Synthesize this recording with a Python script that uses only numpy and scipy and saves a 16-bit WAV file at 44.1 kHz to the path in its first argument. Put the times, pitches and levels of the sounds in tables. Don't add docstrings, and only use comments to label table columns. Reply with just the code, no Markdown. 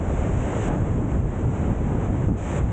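import sys
import numpy as np
from scipy import signal
from scipy.io import wavfile
from scipy.ndimage import uniform_filter1d, minimum_filter1d

SR = 44100
rng = np.random.default_rng(int(sys.argv[2]) if len(sys.argv) > 2 else 0)


def materialize(psi):
    bounded = np.clip(np.atleast_2d(psi).T, -1, 1)
    quanta = np.round(bounded * 32767).astype(np.int16)
    wavfile.write(sys.argv[1], SR, quanta)


N = 119952


def gain_of(db):
    return 10 ** (np.asarray(db) / 20)


def unit_rms(x):
    return x / np.sqrt(np.mean(x ** 2) + 1e-20)


def curves(table):
    start_s, *columns = np.transpose(table)
    return [np.interp(np.arange(N) / SR, start_s, column) for column in columns]


def smooth(x, span_s):
    size = round(span_s * SR)
    return uniform_filter1d(uniform_filter1d(x, size), size)


def wander(span_s):
    return unit_rms(smooth(rng.standard_normal(N), span_s))


def coloured_noise(spectrum, patch_db, fft_size=1024, band_hz=(0, 20000)):
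    hop = fft_size // 4
    bin_hz = np.fft.rfftfreq(fft_size, 1 / SR)
    real, imag, patches = rng.standard_normal((N // hop + 5, len(bin_hz), 3)).T
    patches = unit_rms(uniform_filter1d(uniform_filter1d(patches, 10, axis=0), 10, axis=1))
    freq_hz, density_db = np.transpose(spectrum)
    shape_db = np.interp(np.log(bin_hz + 1), np.log(freq_hz), density_db, left=-120, right=-120)
    frames = (real + 1j * imag) * gain_of(shape_db[:, None] + patch_db * patches)
    in_band = ((bin_hz >= band_hz[0]) & (bin_hz <= band_hz[1]))[:, None]
    _, waves = signal.istft(np.array([frames, frames * in_band]), nperseg=fft_size, noverlap=fft_size - hop)
    whole, band = waves[:, :N]
    return whole / np.sqrt(np.mean(band ** 2))


def steadied(x, share=0.8, span_s=0.032):
    power = abs(smooth(x ** 2, span_s)) + 1e-12
    return x * (np.mean(x ** 2) / power) ** (share / 2)


# freq_hz, density_db
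ROAR_SPECTRUM = [(20, -4), (80, 22.5), (160, 24.5), (300, 23.5), (450, 22.5), (650, 19.5), (1000, 13),
                 (1600, 7), (2200, 0.5), (3100, -8.5), (4000, -21), (4800, -39)]
HISS_SPECTRUM = [(700, -6.5), (1200, -2.5), (2200, 4), (3100, -3.5), (3800, -11), (4300, -21.5),
                 (4800, -22), (5500, -15.5), (6300, -4), (7200, 0.5), (8000, -3.5), (8600, -15),
                 (9200, -25.5)]
# start_s, hiss_db, roar_over_hiss_db
SURF_LEVELS = [(0, -58, 9.5), (.03, -57, 12.5), (.14, -52.5, 10.5), (.21, -52.5, 12), (.27, -52.5, 11),
               (.36, -52.5, 9.5), (.45, -50.5, 8.5), (.52, -51, 11.5), (.6, -48.5, 8.5), (.64, -47, 8),
               (.67, -47, 7), (.685, -46.5, 10), (.695, -56, 16.5), (.78, -55.5, 12.5), (.84, -58, 13.5),
               (.95, -57, 10.5), (1.05, -60.5, 11.5), (1.14, -56, 12), (1.22, -61.5, 12), (1.3, -60, 11.5),
               (1.34, -59, 15), (1.43, -57.5, 11.5), (1.47, -58, 9), (1.56, -56.5, 12.5), (1.7, -56.5, 14),
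               (1.77, -59.5, 13), (1.88, -58, 14), (1.95, -58, 13.5), (2.0, -58, 14.5), (2.05, -55.5, 15),
               (2.09, -59, 12.5), (2.25, -56.5, 12.5), (2.29, -58.5, 4), (2.365, -65, 16.5),
               (2.38, -54.5, 6), (2.44, -52, 7.5), (2.49, -49.5, 7.5), (2.54, -48.5, 7.5), (2.59, -47, 8),
               (2.6, -56.5, 16), (2.65, -59, 12), (2.72, -60, 14)]


def surf():
    hiss_db, roar_over_hiss_db = curves(SURF_LEVELS)
    splash_db = -0.05 * wander(0.041)
    foam_db = 0.18 * wander(0.0028)
    roar = steadied(coloured_noise(ROAR_SPECTRUM, patch_db=0.54, band_hz=(1000, 4000)))
    hiss = coloured_noise(HISS_SPECTRUM, patch_db=0.54, band_hz=(5800, 8800))
    return gain_of(hiss_db + splash_db + foam_db) * (gain_of(roar_over_hiss_db) * roar + hiss)


# freq_hz, density_db
RUMBLE_SPECTRUM = [(12, -35.5), (25, -14), (35, -5.5), (50, 0), (90, 2.5), (130, -9.5), (200, -27.5)]
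BUFFET_SPECTRUM = [(60, -22), (110, 1.5), (140, 1), (260, -6), (500, -17.5), (1000, -28), (2000, -47.5),
                   (3500, -67.5)]
# start_s, rumble_db, buffet_over_rumble_db, brightness_db
WIND_GUSTS = [(0.0, -32.5, 6, 0), (0.13, -21, -6.5, -1), (0.19, -23, -10.5, -10), (0.23, -24.5, -1, -2),
              (0.27, -35.5, 12, 2), (0.32, -18, -9, -1), (0.34, -25.5, 5, -10), (0.45, -22.5, -9, 1),
              (0.48, -31, 6.5, 4.5), (0.51, -29.5, -3, 1), (0.57, -25.5, 0, 2.5), (0.64, -28.5, -2.5, -4),
              (0.7, -21, -2, 3), (0.78, -33, 9, -1.5), (0.82, -13, -10, -1), (0.86, -31, 2.5, 8.5),
              (0.91, -21, -2, -2.5), (1.0, -25, 1, -0.5), (1.04, -26, 1.5, 2), (1.1, -30, 1.5, 2.5),
              (1.14, -22.5, -0.5, -5), (1.2, -21, -0.5, -5.5), (1.25, -25, 1, -3), (1.32, -29.5, -3, 5),
              (1.42, -25.5, -3, 7), (1.46, -20.5, -2, 2), (1.5, -25.5, 3.5, -0.5), (1.56, -32, 5, -5.5),
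              (1.62, -21, -8.5, 7), (1.68, -27, 2.5, -3), (1.71, -15, 0, -7.5), (1.74, -29, -3, 0.5),
              (1.84, -20, -12.5, 7), (1.89, -28.5, 6, -5.5), (1.96, -23.5, -0.5, 2), (2.04, -29, 2, 1),
              (2.11, -21, -4.5, 3.5), (2.2, -28, 3.5, -3.5), (2.28, -16.5, -6, 1.5), (2.29, -28.5, 8.5, 0),
              (2.315, -15.5, 1.5, -0.5), (2.335, -22, -5, 4), (2.36, -25.5, -7, 4), (2.38, -29.5, -5, 2),
              (2.46, -30, -6, -10), (2.56, -27, 3, -4), (2.64, -19.5, -1.5, -9), (2.67, -24.5, -1, -1.5),
              (2.72, -31, 5, -1)]


def wind(split_hz=188):
    rumble_db, buffet_over_rumble_db, brightness_db = curves(WIND_GUSTS)
    rumble = gain_of(rumble_db) * steadied(coloured_noise(RUMBLE_SPECTRUM, patch_db=0.5, fft_size=4096))
    lumps_db = 1.73 * wander(0.013)
    turbulence = steadied(coloured_noise(BUFFET_SPECTRUM, patch_db=0.5, fft_size=2048))
    low = signal.sosfiltfilt(signal.butter(2, split_hz, fs=SR, output="sos"), turbulence)
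    high = gain_of(brightness_db) * (turbulence - low)
    buffet = gain_of(rumble_db + buffet_over_rumble_db + lumps_db) * (low + high)
    envelope = gain_of(rumble_db) * np.hypot(1, gain_of(buffet_over_rumble_db))
    puffs_db = 2 * wander(0.0041)
    return gain_of(puffs_db) * envelope * steadied((rumble + buffet) / envelope)


def scene():
    return (surf() + wind())[None]


def gain_control(x, threshold_db=-26, slope=0.24, span_s=0.041):
    size = round(span_s * SR)
    power_db = 10 * np.log10(abs(uniform_filter1d(x ** 2, size)) + 1e-12)
    over_db = uniform_filter1d(np.maximum(power_db - threshold_db, 0), size)
    return x / gain_of(slope * over_db)


def limiter(x, ceiling_db=-10.8, span_s=0.006):
    size = round(span_s * SR)
    max_gain = np.minimum(gain_of(ceiling_db) / (abs(x) + 1e-9), 1)
    return x * uniform_filter1d(minimum_filter1d(max_gain, 2 * size), size)


def record(dry):
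    cutoff_hz = 9220
    lowpass = signal.firwin(511, cutoff_hz, window=("kaiser", 9), fs=SR)
    return signal.oaconvolve(limiter(gain_control(dry)), lowpass[None], "same")


dry = scene()
out = record(dry)
materialize(out)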